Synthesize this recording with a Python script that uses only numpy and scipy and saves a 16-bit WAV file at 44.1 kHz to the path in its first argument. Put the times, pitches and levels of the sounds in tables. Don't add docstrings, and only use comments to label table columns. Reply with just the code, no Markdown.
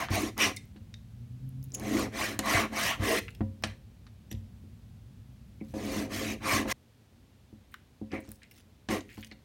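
import sys
import numpy as np
from scipy import signal
from scipy.io import wavfile
from scipy.ndimage import map_coordinates

SR = 44100
rng = np.random.default_rng(int(sys.argv[2]) if len(sys.argv) > 2 else 0)


def pcm_store(signal):
    levels = np.round(np.clip(np.atleast_2d(signal), -1, 1) * 32767)
    wavfile.write(sys.argv[1], SR, levels.astype(np.int16).T)


N = 416304
TIME, HZ = np.arange(N) / SR, np.fft.rfftfreq(8192, 1 / SR)
CUT_S = 6.727
TOP_HZ = 16150


def amp(db):
    return 10 ** (np.asarray(db) / 20)


def unit(x):
    return x / np.sqrt(np.mean(x ** 2) + 1e-20)


def read(points, hz):
    point_hz, value = np.transpose(points)
    return np.interp(np.log(hz + 1), np.log(point_hz), value)


def add(mix, start_s, sound):
    stop = round(CUT_S * SR) if start_s < CUT_S else N
    part = mix[max(round(start_s * SR), 0):stop][:len(sound)]
    part += sound[:len(part)]


def colour(x, db):
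    log_gain = np.log(amp(np.r_[db, db[-2:0:-1]]))
    response = np.fft.ifft(np.exp(np.conj(signal.hilbert(log_gain)))).real
    return signal.oaconvolve(x, response[:len(HZ)])[:len(x)]


def band(x, hz, kind, order=1):
    sections = signal.butter(order, np.clip(hz, 10, .48 * SR), kind, fs=SR, output="sos")
    return signal.sosfilt(sections, x)


def slips(length, per_s, spread_db):
    size = amp(spread_db * np.clip(rng.standard_normal(length), -2, 2))
    sign = rng.choice([-1, 1], length)
    return unit(size * sign * (rng.random(length) < per_s / SR))


def drift(hz):
    return unit(band(rng.standard_normal(N), hz, "low", order=2))


# start_s, speed_up_s, steady_s, slow_down_s, tear_level_db, scrape_level_db, hiss_level_db,
# resistance_growth_db (of the meat over the stroke), pressure_growth_db (on the board over the stroke)
STROKES = [ (0, 0.0017, 0.022, 0.072, -48, -34.5, -46, -3, -11),
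           (.085, 0.077, 0.12, 0.036, -34, -39, -38.5, -4.5, -21),
           (0.361, .076, 0.0025, 0.11, -32, -31, -31.5, 0.5, -13.5),
           (1.705, 0.19, 0.086, 0.12, -32, -43, -44, 14, 22),
           (2.098, 0.11, 0.0034, 0.19, -36, -34, -37, 0, 6),
           (2.393, 0.11, 0.0023, 0.18, -31, -25.5, -31, 20, 21),
           (2.691, 0.11, 0.034, 0.15, -39.5, -30, -33.5, -16, 12.5),
           (2.97, 0.14, 0.074, 0.024, -32, -31.5, -33.5, -8, -3.5),
           (3.645, 0.0071, 0.0079, 0.13, -60, -52, -67, -1, -14),
           (5.736, 0.0045, 0.2, 0.16, -32, -45, -44, 7.5, 23),
           (6.076, 0.095, .14, 0.072, -35, -43, -41, 1.5, -10),
           (6.393, 0.15, 0.0076, 0.11, -31, -29, -31.5, 13, -6),
           (6.646, 0.06, 0.014, 0.011, -33, -38, -40.5, -25, 21),
           (8.107, 0.037, .006, 0.074, -36.5, -48, -60, 2, -8),
           (8.889, 0.025, 0.028, 0.095, -29, -39.5, -44, -12.5, -17)]


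def strokes(tear_trim_db=-2.5, scrape_trim_db=-1.5, catch_db=0.33):
    textures = np.array([amp(tear_trim_db) * tear(), amp(scrape_trim_db) * scrape(), hiss()])
    textures *= amp(catch_db * drift(63))
    out = np.zeros(N)
    for start_s, rise_s, steady_s, fall_s, tear_db, scrape_db, hiss_db, resist_db, press_db in STROKES:
        speed = blade_speed(rise_s, steady_s, fall_s)
        progress = np.linspace(-.5, .5, len(speed))
        gains = [amp(tear_db + resist_db * progress) * speed,
                 amp(scrape_db + press_db * progress) * speed ** 1.67,
                 amp(hiss_db + press_db * progress) * speed ** 2.63]
        passage = textures[:, max(round(start_s * SR), 0):][:, :len(speed)]
        add(out, start_s, (gains * passage).sum(0))
    return out


def blade_speed(rise_s, steady_s, fall_s):
    corners_s = np.cumsum([0, rise_s, steady_s, fall_s])
    swing = np.interp(TIME[:int(corners_s[-1] * SR)], corners_s, [0, 1, 1, 0])
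    return np.sin(np.pi / 2 * swing)


# freq_hz, gain_db
TEAR_COLOUR = [(40, -8.5), (100, -9), (160, -21), (220, -2.5), (300, -1), (450, 5.5), (700, -5.5),
               (1200, -7.5), (3000, -33.5)]


def tear(dead_share=0.41):
    fibres = slips(N, per_s=900, spread_db=3)
    ringing = unit(signal.oaconvolve(fibres, board_ring())[:N])
    deadened = unit(band(fibres, 680, "low"))
    return unit(colour(ringing + dead_share * deadened, read(TEAR_COLOUR, HZ)))


# freq_hz, gain_db
SCRAPE_COLOUR = [(60, -19), (170, -6), (350, -6), (600, -8), (900, 1), (1500, -0.5), (2000, 8.5),
                 (2700, -6), (3500, -14), (4500, -13), (6000, -51), (10000, -38.5)]
# freq_hz, width_hz, lift_db
CONTACT = [(570, 130, 7.5), (671, 68, 13.5), (748, 72, 7), (1110, 160, 8), (1240, 34, -0.5),
           (1500, 35, -2.5), (1890, 94, -2), (2140, 300, -6), (2270, 280, 3), (2620, 24, 1), (3060, 110, 8),
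           (3950, 110, 11.5)]


def scrape():
    lift_db = sum(db / (1 + (2 * (HZ - hz) / width_hz) ** 2) for hz, width_hz, db in CONTACT)
    scratches = colour(slips(N, per_s=5000, spread_db=4), read(SCRAPE_COLOUR, HZ) + lift_db)
    return along_blade(patchy(scratches, patch_db=2.5, width_hz=38, hold_s=0.011))


# freq_hz, gain_db
HISS_COLOUR = [(800, -37.5), (2000, 7), (3200, 2), (5000, 0.5), (6200, 2.5), (7600, -4.5), (9800, -4),
               (10400, -14.5), (11400, -6), (16000, -18.5)]


def hiss():
    rub = colour(slips(N, per_s=14000, spread_db=2), read(HISS_COLOUR, HZ))
    crackle = unit(band(slips(N, per_s=160, spread_db=5), 10000, "high", order=2))
    return along_blade(patchy(rub, patch_db=3, width_hz=130, hold_s=0.0066)) + amp(-11) * crackle


def patchy(x, patch_db, width_hz, hold_s):
    spectrum = signal.stft(x, nperseg=512)[2]
    field = rng.standard_normal(spectrum.shape)
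    for axis, reach in enumerate([width_hz * 512 / SR, hold_s * SR / 256]):
        keep = np.exp(-1 / reach)
        field = signal.filtfilt([1 - keep], [1, -keep], field, axis=axis, padtype="even")
    gain = amp(patch_db * np.clip(unit(field), -2, 2))
    return unit(signal.istft(spectrum * gain, nperseg=512)[1][:N])


def along_blade(x, echo=0.43, delay_s=0.000753, travel=0.279):
    wandering_s = delay_s * np.exp(travel * drift(2.5))
    return unit(x + echo * map_coordinates(x, [np.arange(N) - wandering_s * SR], order=3))


# freq_hz, level_db (before weight and hardness), t60_s
BOARD = [(61, -10, 0.23), (97.1, -2, 0.25), (118.5, -7, 0.21), (217.4, 5, 0.18), (280.6, 3.5, 0.13),
         (308.8, 3, 0.14), (365.8, -5, 0.079), (416.6, -10, 0.084), (505, -31, .15), (534.2, -10.5, 0.41),
         (667, -2, 0.05), (745, -4, 0.114), (977, -14.5, 0.3), (1210, -21, .12)]


def board_ring(hard_hz=20000, weight_db=0, bass_hz=150):
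    t = TIME[:SR // 2]
    ring = np.zeros(len(t))
    for hz, db, t60_s in BOARD:
        lift_db = weight_db / (1 + (hz / bass_hz) ** 4)
        share = amp(db + lift_db) / np.hypot(1, (hz / hard_hz) ** 2)
        ring += share * amp(-60 * t / t60_s) * np.sin(2 * np.pi * hz * t)
    return ring


# start_s, level_db, hardness_hz (cut-off), weight_db (bass lift), crack_db (edge, before scaling)
KNOCKS = [ (0.106, -26, 500, 22, -29.5), (0.759, -46.5, 450, 11, -20), (2.391, -31, 9000, -36, -1.5),
          (2.546, -28, 900, 36, -27), (2.997, -27.5, 500, 22, -26), (3.109, -51, 800, 5, 16),
          (3.407, -25, 577, 11.5, 4), (3.637, -29, 6000, 12, 11), (4.315, -41, 590, 9, -24),
          (4.342, -32, 85.4, 13, -29), (4.639, -48, 400, 16, -39), (5.613, -37.5, 360, -7, -10),
          (5.739, -44, 700, -10, 1), (5.962, -33, 594, -7, -25), (6.535, -30.5, 503, 28, -45),
          (6.656, -36.5, 800, 16, 12), (7.528, -46.5, 330, 7.5, -23), (8.015, -36, 390, -0.5, -16),
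          (8.133, -32, 602, -15.5, -15), (8.283, -44.5, 400, 10, 6), (8.8874, -33, 5000, 8, 0.5),
          (9.178, -42, 456, 5, 4), (9.316, -51, 795, -7, -1)]


def knocks(crack_t60_s=0.049, crack_size=2.22, rise_s=0.0013):
    out, t = np.zeros(N), TIME[:SR // 2]
    for start_s, db, hard_hz, weight_db, crack_db in KNOCKS:
        noise = unit(band(rng.standard_normal(len(t)), [500, 3500], "band"))
        crack = crack_size * noise * amp(crack_db - 60 * t / crack_t60_s)
        blow = board_ring(hard_hz, weight_db) * (1 - np.exp(-t / rise_s))
        blow += band(crack, hard_hz, "low", order=2)
        add(out, start_s, amp(db) * blow / np.std(blow[:SR // 50]))
    return out


# start_s, peak_db, centre_hz, width_octaves, length_s (to 10 dB down)
SMACKS_AND_CLICKS = [ (0.086, -28, 1640, 2, 0.016), (0.379, -21.5, 10900, 2.5, .0031),
                     (0.564, -29, 8500, 1.77, 0.015), (.568, -32.5, 5300, 1.06, 0.0082),
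                     (.655, -50, 14000, .6, .002), (0.763, -47.5, 2420, 2.4, .018),
                     (.941, -36, 3400, 2, 0.0062), (1.491, -45, 13100, 0.9, 0.0034),
                     (1.64, -34, 12800, 0.66, .003), (1.72, -37, 6300, 0.77, 0.0023),
                     (1.747, -23.5, 6100, 3.36, .008), (1.798, -29, 7540, 2, .0025),
                     (2.3913, -14.5, 9000, 1.42, 0.0014), (3.282, -30.5, 1994, 1.1, 0.0097),
                     (3.351, -42.5, 3450, 1.4, .0056), (3.625, -34, 4800, 10, 0.0078),
                     (3.64, -35, 6400, 1.2, 0.018), (3.674, -37, 7040, 2.4, 0.0027),
                     (4.067, -47, 2150, 2.6, 0.011), (4.314, -30, 4900, 3.56, .011),
                     (4.327, -33.5, 4850, 3.2, 0.0065), (4.35, -47, 2790, .9, 0.009),
                     (7.714, -54, 12100, 1.3, 0.046), (7.722, -55, 2200, 0.51, 0.037),
                     (7.7414, -33.5, 1880, 1.4, 0.0069), (7.742, -40, 10700, 2, .002),
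                     (8.117, -41, 3030, 1.94, 0.014), (8.204, -43, 11000, 1.25, 0.0098),
                     (8.291, -40, 7500, 2.5, .003), (8.317, -30, 11850, 1.34, 0.0034),
                     (8.318, -43, 2600, 2.3, 0.0035), (8.417, -48, 2183, 0.5, 0.039),
                     (8.433, -42, 5160, 1.9, 0.0028), (8.512, -41.5, 7000, 4.4, 0.015),
                     (9.007, -36.5, 4740, 1.2, 0.0084), (9.09, -43.5, 2243, 0.55, 0.054),
                     (9.172, -44.5, 2100, 2.2, 0.031), (9.228, -37, 2206, 1.1, 0.014),
                     (9.247, -33, 4300, 2.7, .005), (9.314, -40, 2600, 1.8, 0.017)]


def smacks_and_clicks():
    out = np.zeros(N)
    for start_s, db, hz, octaves, length_s in SMACKS_AND_CLICKS:
        add(out, start_s, snap_burst(db, hz, octaves, length_s))
    return out


def snap_burst(db, hz, octaves, length_s, fade_db=10, pop=3, pop_s=0.02, snaps_per_s=550, count=6):
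    t = TIME[:int((2 * length_s + .006) * SR)]
    fade = amp(-np.minimum(fade_db * (t / length_s) ** 2, 80))
    sound = np.zeros(len(t))
    for place in (np.arange(count) + rng.random(count)) / count - .5:
        snaps = slips(SR // 5, snaps_per_s, spread_db=5)[:len(t)] * np.sqrt(snaps_per_s / SR)
        snaps[0] += pop * np.exp(-length_s / pop_s)
        ring_hz = min(hz * 2 ** (octaves * place), TOP_HZ)
        ring = band(snaps * fade[:len(snaps)], [ring_hz - 200, ring_hz + 200], "band")
        sound[:len(ring)] += rng.choice([-1, 1]) * ring
    limits_hz = hz * 2. ** ((octaves / 2 + .5) * np.array([-1, 1]))
    sound = band(sound, limits_hz, "band", order=2)
    return amp(db) * sound / (abs(sound).max() + 1e-12)


# start_s, length_s, smacks_per_s, typical_peak_db, centre_hz
PEELS = [ (1.628, .13, 71, -50, 11200), (3.225, 0.13, 37, -49, 9000), (5.64, 0.091, 320, -58.5, 6300),
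         (8.199, .13, 208, -55.5, 2820), (8.297, 0.065, 300, -53.5, 14200), (8.539, .07, 260, -52, 5610),
         (9.084, .19, 216, -50, 6570)]


def peels(spread_db=7, spread_octaves=0.56, width_octaves=3.52, smack_s=0.0075):
    out = np.zeros(N)
    for start_s, length_s, per_s, db, hz in PEELS:
        count = max(round(length_s * per_s), 1)
        for k, (when, size, pitch) in enumerate(rng.uniform(-1, 1, (count, 3))):
            centre_hz = hz * 2 ** (spread_octaves * pitch)
            sound = snap_burst(db + spread_db * size, centre_hz, width_octaves, smack_s)
            add(out, start_s + length_s * (k + .5 + when / 2) / count, sound)
    return out


# squeaks, groans and broader scrapes of the blade;
# middle_s, length_s, pitch_hz, width_hz, glide_octaves (0 holds the pitch), level_db (before the swell)
SQUEAKS = [ (.02, 0.054, 1056, 203, 0, -55), (0.173, 0.064, 725, 162, -.8, -32),
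           (0.231, .07, 307.5, 69, -.41, -29.5), (0.434, 0.11, 5680, 400, 0, -32.5),
           (0.431, 0.11, 2463, 1010, 0, -25.5), (0.573, 0.019, 2145, 160, -.12, -42),
           (0.576, 0.013, 3670, 150, -0.078, -47), (0.943, 0.0094, 3710, 300, .086, -46),
           (1.75, 0.031, 6750, 500, -.17, -35), (1.951, 0.095, 307, 60.5, 0.11, -28),
           (2.898, 0.16, 2774, 990, 0, -35), (3.11, 0.28, 2030, 160, 0, -41.5),
           (3.123, 0.054, 649, 50, 0, -29), (3.127, 0.18, 422.5, 110, 0, -31),
           (4.315, 0.031, 5830, 203, .039, -51.5), (5.615, 0.029, 2300, 410, -.2, -56),
           (6.29, 0.19, 2414, 604, 0.22, -42.5), (6.539, .2, 1114, 90, .039, -33),
           (8.156, 0.12, 2200, 600, -.3, -44.5), (9.318, 0.024, 2123, 448, 0, -50)]


def squeaks():
    out = np.zeros(N)
    for middle_s, length_s, hz, width_hz, glide, db in SQUEAKS:
        swell = signal.windows.hann(int(length_s * SR))
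        pitch_hz = hz * 2 ** (glide * np.linspace(-.5, .5, len(swell)))
        carrier = np.exp(2j * np.pi * np.cumsum(pitch_hz) / SR)
        noise = rng.standard_normal(SR) + 1j * rng.standard_normal(SR)
        rough = band(noise, width_hz / 2, "low", order=2)[-len(swell):]
        squeak = unit((carrier * rough).real * swell) * np.sqrt(np.mean(swell ** 2))
        add(out, middle_s - length_s / 2, amp(db) * squeak)
    return out


# freq_hz, t60_s
KITCHEN = [(100, 0.49), (300, 0.49), (800, 0.14), (2000, 0.3), (5000, 0.25), (14000, 0.35)]


def kitchen(x, wet_db=-10):
    taps = slips(SR // 2, per_s=4000, spread_db=2) * (TIME[:SR // 2] > .004)
    hz, t, spectrum = signal.stft(taps, SR, nperseg=256)
    decay = amp(-60 * t / read(KITCHEN, hz)[:, None])
    tail = signal.istft(spectrum * decay, SR, nperseg=256)[1]
    tail = amp(wet_db) * band(tail / np.linalg.norm(tail), [250, 9000], "band")
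    out, cut = x.copy(), round(CUT_S * SR)
    add(out, 0, signal.oaconvolve(x[:cut], tail))
    add(out, CUT_S, signal.oaconvolve(x[cut:], tail))
    return out


# freq_hz, gain_db
TRAFFIC_COLOUR = [(25, -23), (45, 5.5), (60, 7.5), (76, -0.5), (105, 6.5), (150, -5), (225, -4),
                  (290, -21.5), (400, -33), (600, -41), (1200, -45), (4000, -48.5)]
# time_s, level_db
STREET = [(0, -45), (.8, -49), (1.6, -47.5), (3.4, -46.5), (4.0, -52.5), (4.6, -48), (5.3, -50.5),
          (6.0, -44.5), (6.7, -48.5), (6.75, -65), (9.44, -58.5)]


def traffic():
    level_db = np.interp(TIME, *np.transpose(STREET))
    return amp(level_db) * unit(colour(rng.standard_normal(N), read(TRAFFIC_COLOUR, HZ)))


# top_s, rise_s, fall_s, top_firing_hz, idle_drop_share (of the firing rate), level_db (at the top)
REVS = [(1.622, .75, 0.56, 131.1, .32, -44), (5.33, .4, 0.11, 127.2, .06, -53)]


def engine(waver=0.0145, flutter_db=3, second_db=-15):
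    out = np.zeros(N)
    for top_s, rise_s, fall_s, hz, sag, db in REVS:
        throttle = np.exp(-((TIME - top_s) / np.where(TIME < top_s, rise_s, fall_s)) ** 2)
        firing_hz = hz * (1 - sag * (1 - throttle)) * (1 + waver * drift(10))
        phase = 2 * np.pi * np.cumsum(firing_hz) / SR
        tone = np.sin(phase) + amp(second_db) * np.sin(2 * phase)
        out += amp(db) * throttle * unit(tone * amp(flutter_db * drift(9.2)))
    return out


# freq_hz, gain_db
AIR_COLOUR = [(25, -27), (50, -1), (100, -0.5), (135, -5.5), (170, -14.5), (230, -5), (300, -13.5),
              (450, -17.5), (700, -21.5), (1200, -27), (3500, -28.5), (8000, -36.5), (15800, -40)]


def room_air(level_db=-60.5):
    return amp(level_db) * unit(colour(rng.standard_normal(N), read(AIR_COLOUR, HZ)))


def scene():
    work = strokes() + knocks() + smacks_and_clicks() + peels() + squeaks()
    return (kitchen(work) + traffic() + engine() + room_air())[None]


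def record(dry):
    sound = band(dry, 58, "high", order=3)
    limiter = signal.firwin(511, TOP_HZ, window=("kaiser", 9), fs=SR)
    return signal.oaconvolve(sound, limiter[None], "same")


dry = scene()
out = record(dry)
pcm_store(out)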